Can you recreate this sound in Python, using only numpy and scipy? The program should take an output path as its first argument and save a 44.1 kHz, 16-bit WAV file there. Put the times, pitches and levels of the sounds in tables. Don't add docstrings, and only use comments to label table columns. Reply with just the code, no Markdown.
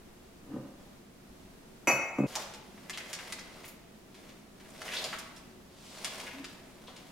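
import sys
import numpy as np
from scipy import signal
from scipy.fft import rfft, irfft
from scipy.io import wavfile
from scipy.ndimage import uniform_filter1d

SR = 44100
rng = np.random.default_rng(int(sys.argv[2]) if len(sys.argv) > 2 else 0)


def invert_db(level):
    return 10 ** (np.asarray(level, dtype=float) / 20)


def log_audio(samples):
    frames = np.atleast_2d(samples).T
    limited = np.clip(frames, -1, 1)
    pcm = np.round(limited * 32767).astype(np.int16)
    wavfile.write(sys.argv[1], SR, pcm)


N = 313627
TIME = np.arange(N) / SR
CHANGE_S = 2.267

# (frequency [Hz], density [dB per Hz])
AIR_COLOUR = [(15, -12), (30, -9), (60, -12), (110, -12), (200, -7), (400, -14), (800, -19), (1600, -24),
              (3200, -27.5), (6400, -31), (12000, -35), (16000, -38)]
AIR_DB = -53.5
# (frequency [Hz], width [Hz], lift [dB])
ROOM_HUMS = [(116, 7.5, 1), (205, 9.9, 18), (259, 8.1, 3.9), (367.34, 4.6, 10.6), (450, 14, 4.4),
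             (672, 9.6, 10.8)]
# (frequency [Hz], likeness [0-1])
CAPSULE_LIKENESS = [(30, 0.96), (200, 0.87), (550, 0.26), (1650, 0.08), (5000, 0.05), (15000, 0.082)]

CUP_MODES_HZ = [1620, 1845, 1949, 2138, 2159, 2248, 2374, 2555, 2643, 2692, 2805, 3705, 4506, 4791, 5909,
                5931, 6347, 6955, 7160, 7634, 9905, 10290, 10390, 11030, 11370, 11980, 12390, 12570, 13060,
                15350]
# (level [dB], t60 [s])
CUP_MODE_RING = [(-18, 0.14), (-17, 0.24), (-32, 0.21), (-15, 0.65), (-6, 0.29), (-7.5, 0.28), (-30, .3),
                 (-2, 0.61), (-10, 0.12), (-28, 0.36), (-20, 0.49), (-47, .3), (-24.5, 0.37), (-20.5, 0.19),
                 (-10.5, 0.26), (-4, 0.14), (-36, 0.23), (-28, 0.4), (-20, 0.66), (-29, 0.76), (-21, 0.25),
                 (-23, 0.24), (-34, 0.2), (-30, .22), (-27, 0.31), (-30, 0.5), (-38, .2), (-25, 0.24),
                 (-16, 0.2), (-20, .25)]
# (time [s], level [dB], hardness as cut-off [Hz])
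CLINKS = [
    (1.8721, -23.5, 11900),
    (1.8825, -33.5, 3920),
    (1.898, -30, 14000),
    (2.1848, -44.5, 2500),
]
# (frequency [Hz], density [dB per Hz])
CLATTER_COLOUR = [(100, -19), (300, -6.5), (600, -0.5), (850, -3), (1300, -6.5), (1700, -14.5), (2300, -4),
                  (2900, -19), (3400, -33), (5300, -33), (7300, -14.5), (8700, -50), (10000, -25),
                  (13300, -33), (14600, -45)]
CLATTER_DB, CLATTER_T60_S = 1.5, 0.15

# (frequency [Hz], level [dB], t60 [s])
DRAWER_MODES = [(136, -9.5, 0.26), (202.6, -4.5, 0.38), (278, 3.5, 0.12), (350, -4, 0.077),
                (412, -6.5, 0.062), (500, -0.5, 0.025), (580, -6.5, 0.11), (735, -9.5, 0.05),
                (970, -3.5, 0.021), (1220, -5.5, 0.034), (1520, -6, .02), (1900, -9, 0.021),
                (2830, -12, .06)]
# (time [s], level [dB], hardness as cut-off [Hz])
KNOCKS = [(.561, -36, 800), (.575, -31.5, 178), (1.874, -34.5, 910), (1.9, -37.5, 900), (1.925, -26.5, 170),
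          (2.184, -25.5, 960), (2.199, -25, 706), (2.213, -37, 450), (2.228, -34, 600),
          (2.235, -27.5, 1040), (2.2425, -41, 500), (2.255, -44, 405)]
# (time at full force [s], hold [s], level [dB], rise [dB/s], fall [dB/s])
SCRAPES = [
    (.54, 0.0061, -34.5, 200, 118),
    (.93, .005, -56, 600, 694),
]

# (time [s], level [dB], treble against it [dB], panel ring [Hz])
SNAPS = [(2.3545, -27, -31, 3540), (2.538, -42.5, 2, 2790), (2.897, -32, 8.5, 2000), (2.975, -32, 4, 2090),
         (3.131, -34, 11, 3020), (3.189, -36, -5, 1600), (3.3237, -34, 10, 2430), (3.651, -47.5, -5, 9100),
         (3.68, -46, -8, 11100), (4.144, -50.5, -9, 2390), (4.6, -52.5, -9, 2100), (5.187, -39.5, 0, 4970),
         (5.193, -58, -13, 3000), (5.363, -48, -14, 3830), (6.046, -28, 8, 2840), (6.444, -36, -22, 2490)]
SNAP_WIDTH, SNAP_CRACKLE_S, HALVING_DB = 1.61, 0.0094, 19
# (time [s], level [dB], panel ring [Hz], crackle [s])
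CRUMPLES = [(2.358, -28, 5900, 0.0062), (2.774, -51, 1500, .011), (2.93, -40, 3200, 0.024),
            (3.0, -45, 2060, .014), (3.386, -36, 1870, 0.0045), (3.535, -55, 4030, .0075),
            (3.64, -47.5, 2120, 0.019), (4.23, -66, 2000, 0.036), (4.654, -58, 1900, 0.012),
            (4.877, -41, 2080, 0.049), (4.917, -34.5, 2830, 0.016), (4.965, -32.5, 3770, 0.024),
            (4.987, -37, 3950, .008), (5.1275, -32, 1370, .016), (5.16, -58, 1800, .017),
            (6.266, -40.5, 2000, 0.021), (6.308, -46.5, 2330, 0.021), (6.38, -48, 2260, .0086),
            (6.87, -50, 3380, 0.029)]
# (time [s], level [dB], panel ring [Hz], crackle [s])
CRINKLES = [(3.15, -39, 5000, 0.0065), (3.388, -45.5, 5130, 0.012), (3.69, -60, 12500, 0.037),
            (4.18, -58, 3500, .008), (4.288, -54, 2500, 0.02), (4.7, -53, 7500, .006),
            (4.816, -35.5, 1780, 0.0067), (4.934, -32.5, 2830, 0.018), (5.039, -31, 3960, .011),
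            (6.051, -37.5, 2570, 0.018), (6.197, -39, 2830, 0.0094), (6.96, -49, 2920, .02)]
# (time [s], level [dB], panel ring [Hz], crackle [s])
BOX_TAPS = [
    (2.356, -36.5, 790, 0.027),
    (5.041, -36, 580, 0.013),
    (6.88, -46, 617, 0.02),
]
# (treble [dB], ring width [Hz])
SLACK_COLOUR = (-13, 1700)
# (treble [dB], ring width [Hz])
TAUT_COLOUR = (-1, 3400)
# (treble [dB], ring width [Hz])
WOODEN_COLOUR = (-28, 700)

# (time at full force [s], hold [s], level [dB], rise [dB/s], fall [dB/s])
STROKES = [
    (2.39, 0.012, -41.5, 58, 131),
    (3.05, 0.28, -48.5, 43, 102),
    (3.57, 0.096, -54.5, 90, 240),
    (4.2, 0.052, -58, 102, 57),
    (4.65, 0.075, -64, 104, 45),
    (4.88, 0.18, -42.5, 120, 72),
    (6.04, 0.18, -45.5, 71, 56),
    (6.95, .2, -58, 25, 30),
]
# (frequency [Hz], width [Hz], level [dB])
BOX_MODES = [(527, 130, 5), (630, 58, 5), (860, 720, 1.5), (1995, 170, -6)]
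FIZZ_DB, FIZZ_FOLLOWS, BOOM_DB, BOOM_FOLLOWS, FOIL_HZ = -21, .7, 0, 0.79, 2300
# (time at full force [s], hold [s], level [dB], rise [dB/s], fall [dB/s])
GLIDES = [
    (2.28, .06, -60, 900, 100),
    (5.87, .17, -56, 90, 150),
    (6.46, 0.021, -62, 900, 120),
]
GLIDE_HZ, GLIDE_WIDTH_HZ = 4050, 3700
# (from [s], to [s])
HOLLOW_OPEN = (2.85, 3.55)
HOLLOW_HZ, HOLLOW_WIDTH_HZ, HOLLOW_DB = 2020, 150, 1
# (time at full force [s], hold [s], level [dB], rise [dB/s], fall [dB/s])
PUSH = [
    (6.37, 0.073, -49, 200, 500),
]
GROAN_HZ = 273

# (frequency [Hz], t60 [s])
KITCHEN_DECAY = [(150, 0.077), (600, 1), (2000, 0.92), (6000, 0.59), (14000, 0.27)]
# (delay [s], left level [dB], right level [dB])
FIRST_ECHOES = [(.0021, -15, -23), (.0046, -14, -16), (.0058, -15, -17), (.0074, -15, -5), (0.0099, 7, -25),
                (0.016, -21, -19)]
TURN_S = .23


def evened(x):
    return x / np.sqrt(np.mean(x ** 2) + 1e-20)


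def read(points, hz):
    f, value = np.transpose(points)
    return np.interp(np.log(hz + 1), np.log(f + 1), value)


def add(mix, s, sound):
    part = mix[round(s * SR):][:len(sound)]
    part += sound[:len(part)]


def filtered(x, hz, kind, order=2):
    sos = signal.butter(order, np.clip(hz, 20, .45 * SR), kind, fs=SR, output="sos")
    return signal.sosfilt(sos, x)


def resonate(x, hz, width):
    return signal.lfilter(*signal.iirpeak(hz, hz / width, SR), x)


def ring(modes, seconds):
    t = np.arange(round(seconds * SR)) / SR
    total = 0
    for k, (hz, db, t60) in enumerate(modes):
        total = total + (-1) ** k * invert_db(db - 60 * t / t60) * np.sin(2 * np.pi * hz * t)
    return total


def blows(rows):
    force, click = np.zeros(N), signal.unit_impulse(2048)
    for s, db, hardness_hz in rows:
        add(force, s, invert_db(db) * filtered(click, hardness_hz, "low", order=3))
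    return force


def effort_db(rows):
    s, hold, db, rise, fall = np.transpose(rows)[:, :, None]
    each_db = db - rise * np.maximum(s - TIME, 0) - fall * np.maximum(TIME - s - hold, 0)
    return 20 * np.log10(invert_db(np.maximum(each_db, -200)).sum(0))


def room_tone():
    frames, hz = N // 512 + 5, np.fft.rfftfreq(2048, 1 / SR)
    a, b, c, d = rng.standard_normal((frames, 1025, 4)).T
    swell = evened(uniform_filter1d(rng.standard_normal(frames), size=20))
    level_db = read(AIR_COLOUR, hz)
    for mode_hz, width, db in ROOM_HUMS:
        level_db = level_db + db / (1 + (2 * (hz - mode_hz) / width) ** 2)
    same = np.clip(read(CAPSULE_LIKENESS, hz), 0, 1)[:, None]
    mid = a + 1j * b
    side = np.sqrt((1 - same) / (1 + same)) * (c + 1j * d)
    z = np.array([mid + side, mid - side]) * np.sqrt(1 + same)
    z = z * invert_db(level_db[:, None] + 0.58 * swell)
    air = signal.istft(z, nperseg=2048, noverlap=1536)[1][:, :N]
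    return invert_db(AIR_DB) * evened(air)


def drawer():
    grip = evened(filtered(rng.standard_normal(N), 600, "low", order=1))
    force = blows(KNOCKS) + grip * invert_db(effort_db(SCRAPES) - 45.5)
    return signal.fftconvolve(force, ring(DRAWER_MODES, .5))[:N]


def kitchen(x, echo_db, wet_db, alike):
    taps = np.zeros((2, SR))
    slots = np.arange(300, SR - 20, 20)
    at = slots + rng.integers(0, 20, (2, len(slots)))
    np.put_along_axis(taps, at, rng.choice([-1., 1.], at.shape), 1)
    hz, t, z = signal.stft(taps, SR, nperseg=256)
    decay = invert_db(-60 * t / read(KITCHEN_DECAY, hz)[:, None])
    tail = signal.istft(z * decay, SR, nperseg=256)[1]
    tail = tail + alike * tail[::-1]
    answer = invert_db(wet_db) * tail / np.linalg.norm(tail[0])
    answer[:, 0] += 1
    scatter = rng.standard_normal((2, 400)) * np.exp(-np.arange(400) / 66.0)
    answer[:, :400] += invert_db(-20.5) * filtered(scatter, 6000, "high")
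    for s, left_db, right_db in FIRST_ECHOES:
        answer[:, round(s * SR)] -= invert_db(np.array([left_db, right_db]) + echo_db)
    mid = answer.mean(0)
    answer = mid + 2.24 * filtered(answer - mid, 990, "high", order=1)
    return signal.fftconvolve(x[None], answer, axes=1)[:, :N]


def cups():
    colour = invert_db(read(CLATTER_COLOUR, np.fft.rfftfreq(N, 1 / SR)))
    clatter = evened(irfft(rfft(rng.standard_normal(N)) * colour, N))
    shaking = np.zeros(N)
    for s, db, _ in CLINKS:
        after_s = TIME - s
        shaking += invert_db(db - 60 * abs(after_s) / CLATTER_T60_S) * (after_s > 0)
    modes = np.column_stack([CUP_MODES_HZ, CUP_MODE_RING])
    twins = modes[11:] * [1, 1, .8] - [0, 3.0, 0]
    twins[:, 0] *= 1 + 0.0081 * rng.uniform(-1.05, 1, len(twins))
    rung = signal.fftconvolve(blows(CLINKS), ring(modes, 1) + ring(twins, 1))[:N]
    return rung + invert_db(CLATTER_DB) * shaking * clatter


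def glide():
    hiss = resonate(rng.standard_normal(N), GLIDE_HZ, GLIDE_WIDTH_HZ)
    hiss = resonate(hiss, GLIDE_HZ, 2 * GLIDE_WIDTH_HZ)
    return evened(hiss) * invert_db(effort_db(GLIDES)) * (TIME > CHANGE_S)


def creases(rows, click, rise_s):
    out, t = np.zeros(N), np.arange(6000) / SR
    luck = rng.random((len(rows), 2, len(t)))
    for (s, db, treble_db, hz, width, length), (when, size) in zip(rows, luck):
        clicks = (when < .3) * (size - .5) ** 3 * 6
        clicks = clicks * (1 - np.exp(-t / rise_s)) * np.exp(-t / max(length, .001))
        clicks[0] += click
        panel = resonate(resonate(clicks, hz, width), hz, 1.18 * width) * np.sqrt(SR / width)
        fizz = filtered(filtered(clicks, 4600, "high"), 5300, "low") * 1.05
        add(out, s, invert_db(db + 14) * (panel + invert_db(treble_db) * fizz))
    return out


def snaps():
    rows = []
    for s, db, treble_db, hz in SNAPS:
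        crackle_s = SNAP_CRACKLE_S * 2 ** (-(db + 35.5) / HALVING_DB)
        rows.append((s, db, treble_db, hz, SNAP_WIDTH * hz, crackle_s))
    return creases(rows, click=.8, rise_s=.003)


def shifting_kitchen(x, count):
    total = 0
    for k in range(count):
        turn = (1 + np.cos(2 * np.pi * (TIME / (count * TURN_S) - k / count))) / count
        total = total + kitchen(x * turn, echo_db=-17.0, wet_db=-3.5, alike=0.5)
    return total


def crumples():
    rows = []
    for table, colour in [(CRUMPLES, SLACK_COLOUR), (CRINKLES, TAUT_COLOUR), (BOX_TAPS, WOODEN_COLOUR)]:
        treble_db, width = colour
        rows += [(s, db, treble_db, hz, width, length) for s, db, hz, length in table]
    return creases(rows, click=.15, rise_s=.002)


def rustle():
    slips = rng.standard_normal((3, N)) * invert_db(2.0 * rng.exponential(1, (3, N)))
    slips = slips * (rng.random((3, N)) < .3)
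    clumps = evened(uniform_filter1d(rng.standard_normal(N), size=400))
    slips = slips * invert_db(2.2 * clumps)
    fizz = evened(filtered(filtered(slips[1], 4800, "high"), 9500, "low"))
    box = evened(sum(invert_db(db) * resonate(slips[2], hz, width) for hz, width, db in BOX_MODES))
    turn = np.exp(2j * np.pi * FOIL_HZ * TIME)
    foil = evened((turn * filtered(slips[0] / turn, 2270, "low", order=1)).real)
    over_db = effort_db(STROKES) + 50
    loud = np.maximum(over_db, -20)
    weak = np.minimum(over_db + 20, 0)
    layers = invert_db(loud) * foil
    layers = layers + invert_db(FIZZ_DB + FIZZ_FOLLOWS * loud) * fizz
    layers = layers + invert_db(BOOM_DB + BOOM_FOLLOWS * loud) * box
    return (TIME > CHANGE_S) * invert_db(weak - 56.0) * layers


def hollow(foil):
    is_open = (TIME > HOLLOW_OPEN[0]) & (TIME < HOLLOW_OPEN[1])
    return foil + invert_db(HOLLOW_DB) * resonate(foil * is_open, HOLLOW_HZ, HOLLOW_WIDTH_HZ)


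def groan():
    hum = resonate(resonate(rng.standard_normal(N), GROAN_HZ, 27), GROAN_HZ, 50)
    return evened(hum) * invert_db(effort_db(PUSH))


def scene():
    cups_shown = np.clip((CHANGE_S - TIME) / 0.003, 0, 1)
    crockery = filtered(cups() + drawer(), 100, "high", order=4)
    foil = filtered(hollow(snaps() + crumples() + rustle()), 245, "high")
    before = kitchen(crockery * cups_shown, echo_db=-20, wet_db=-5.5, alike=0.62) * cups_shown
    after = shifting_kitchen(foil + groan(), count=3)
    after = after + kitchen(glide(), echo_db=-17.0, wet_db=-6.0, alike=0.38)
    air = room_tone()
    rumble = filtered(air, 91, "low") * cups_shown
    return before + after + air + 0.41 * rumble


def low_pass(x):
    return signal.sosfilt(signal.butter(12, 16500, fs=SR, output="sos"), x)


def record(dry):
    power_db = 10 * np.log10(abs(uniform_filter1d((dry ** 2).mean(0), size=400)) + 1e-12)
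    recovery_db = 4.9 * TIME
    held_db = np.maximum.accumulate(power_db + recovery_db) - recovery_db
    over_db = np.maximum(held_db + 21.5, 0) * (TIME < CHANGE_S)
    ducked = dry / invert_db(1.2 * uniform_filter1d(over_db, size=100))
    finished = filtered(ducked, 15950, "low", order=16)
    return low_pass(finished)


dry = scene()
out = record(dry)
log_audio(out)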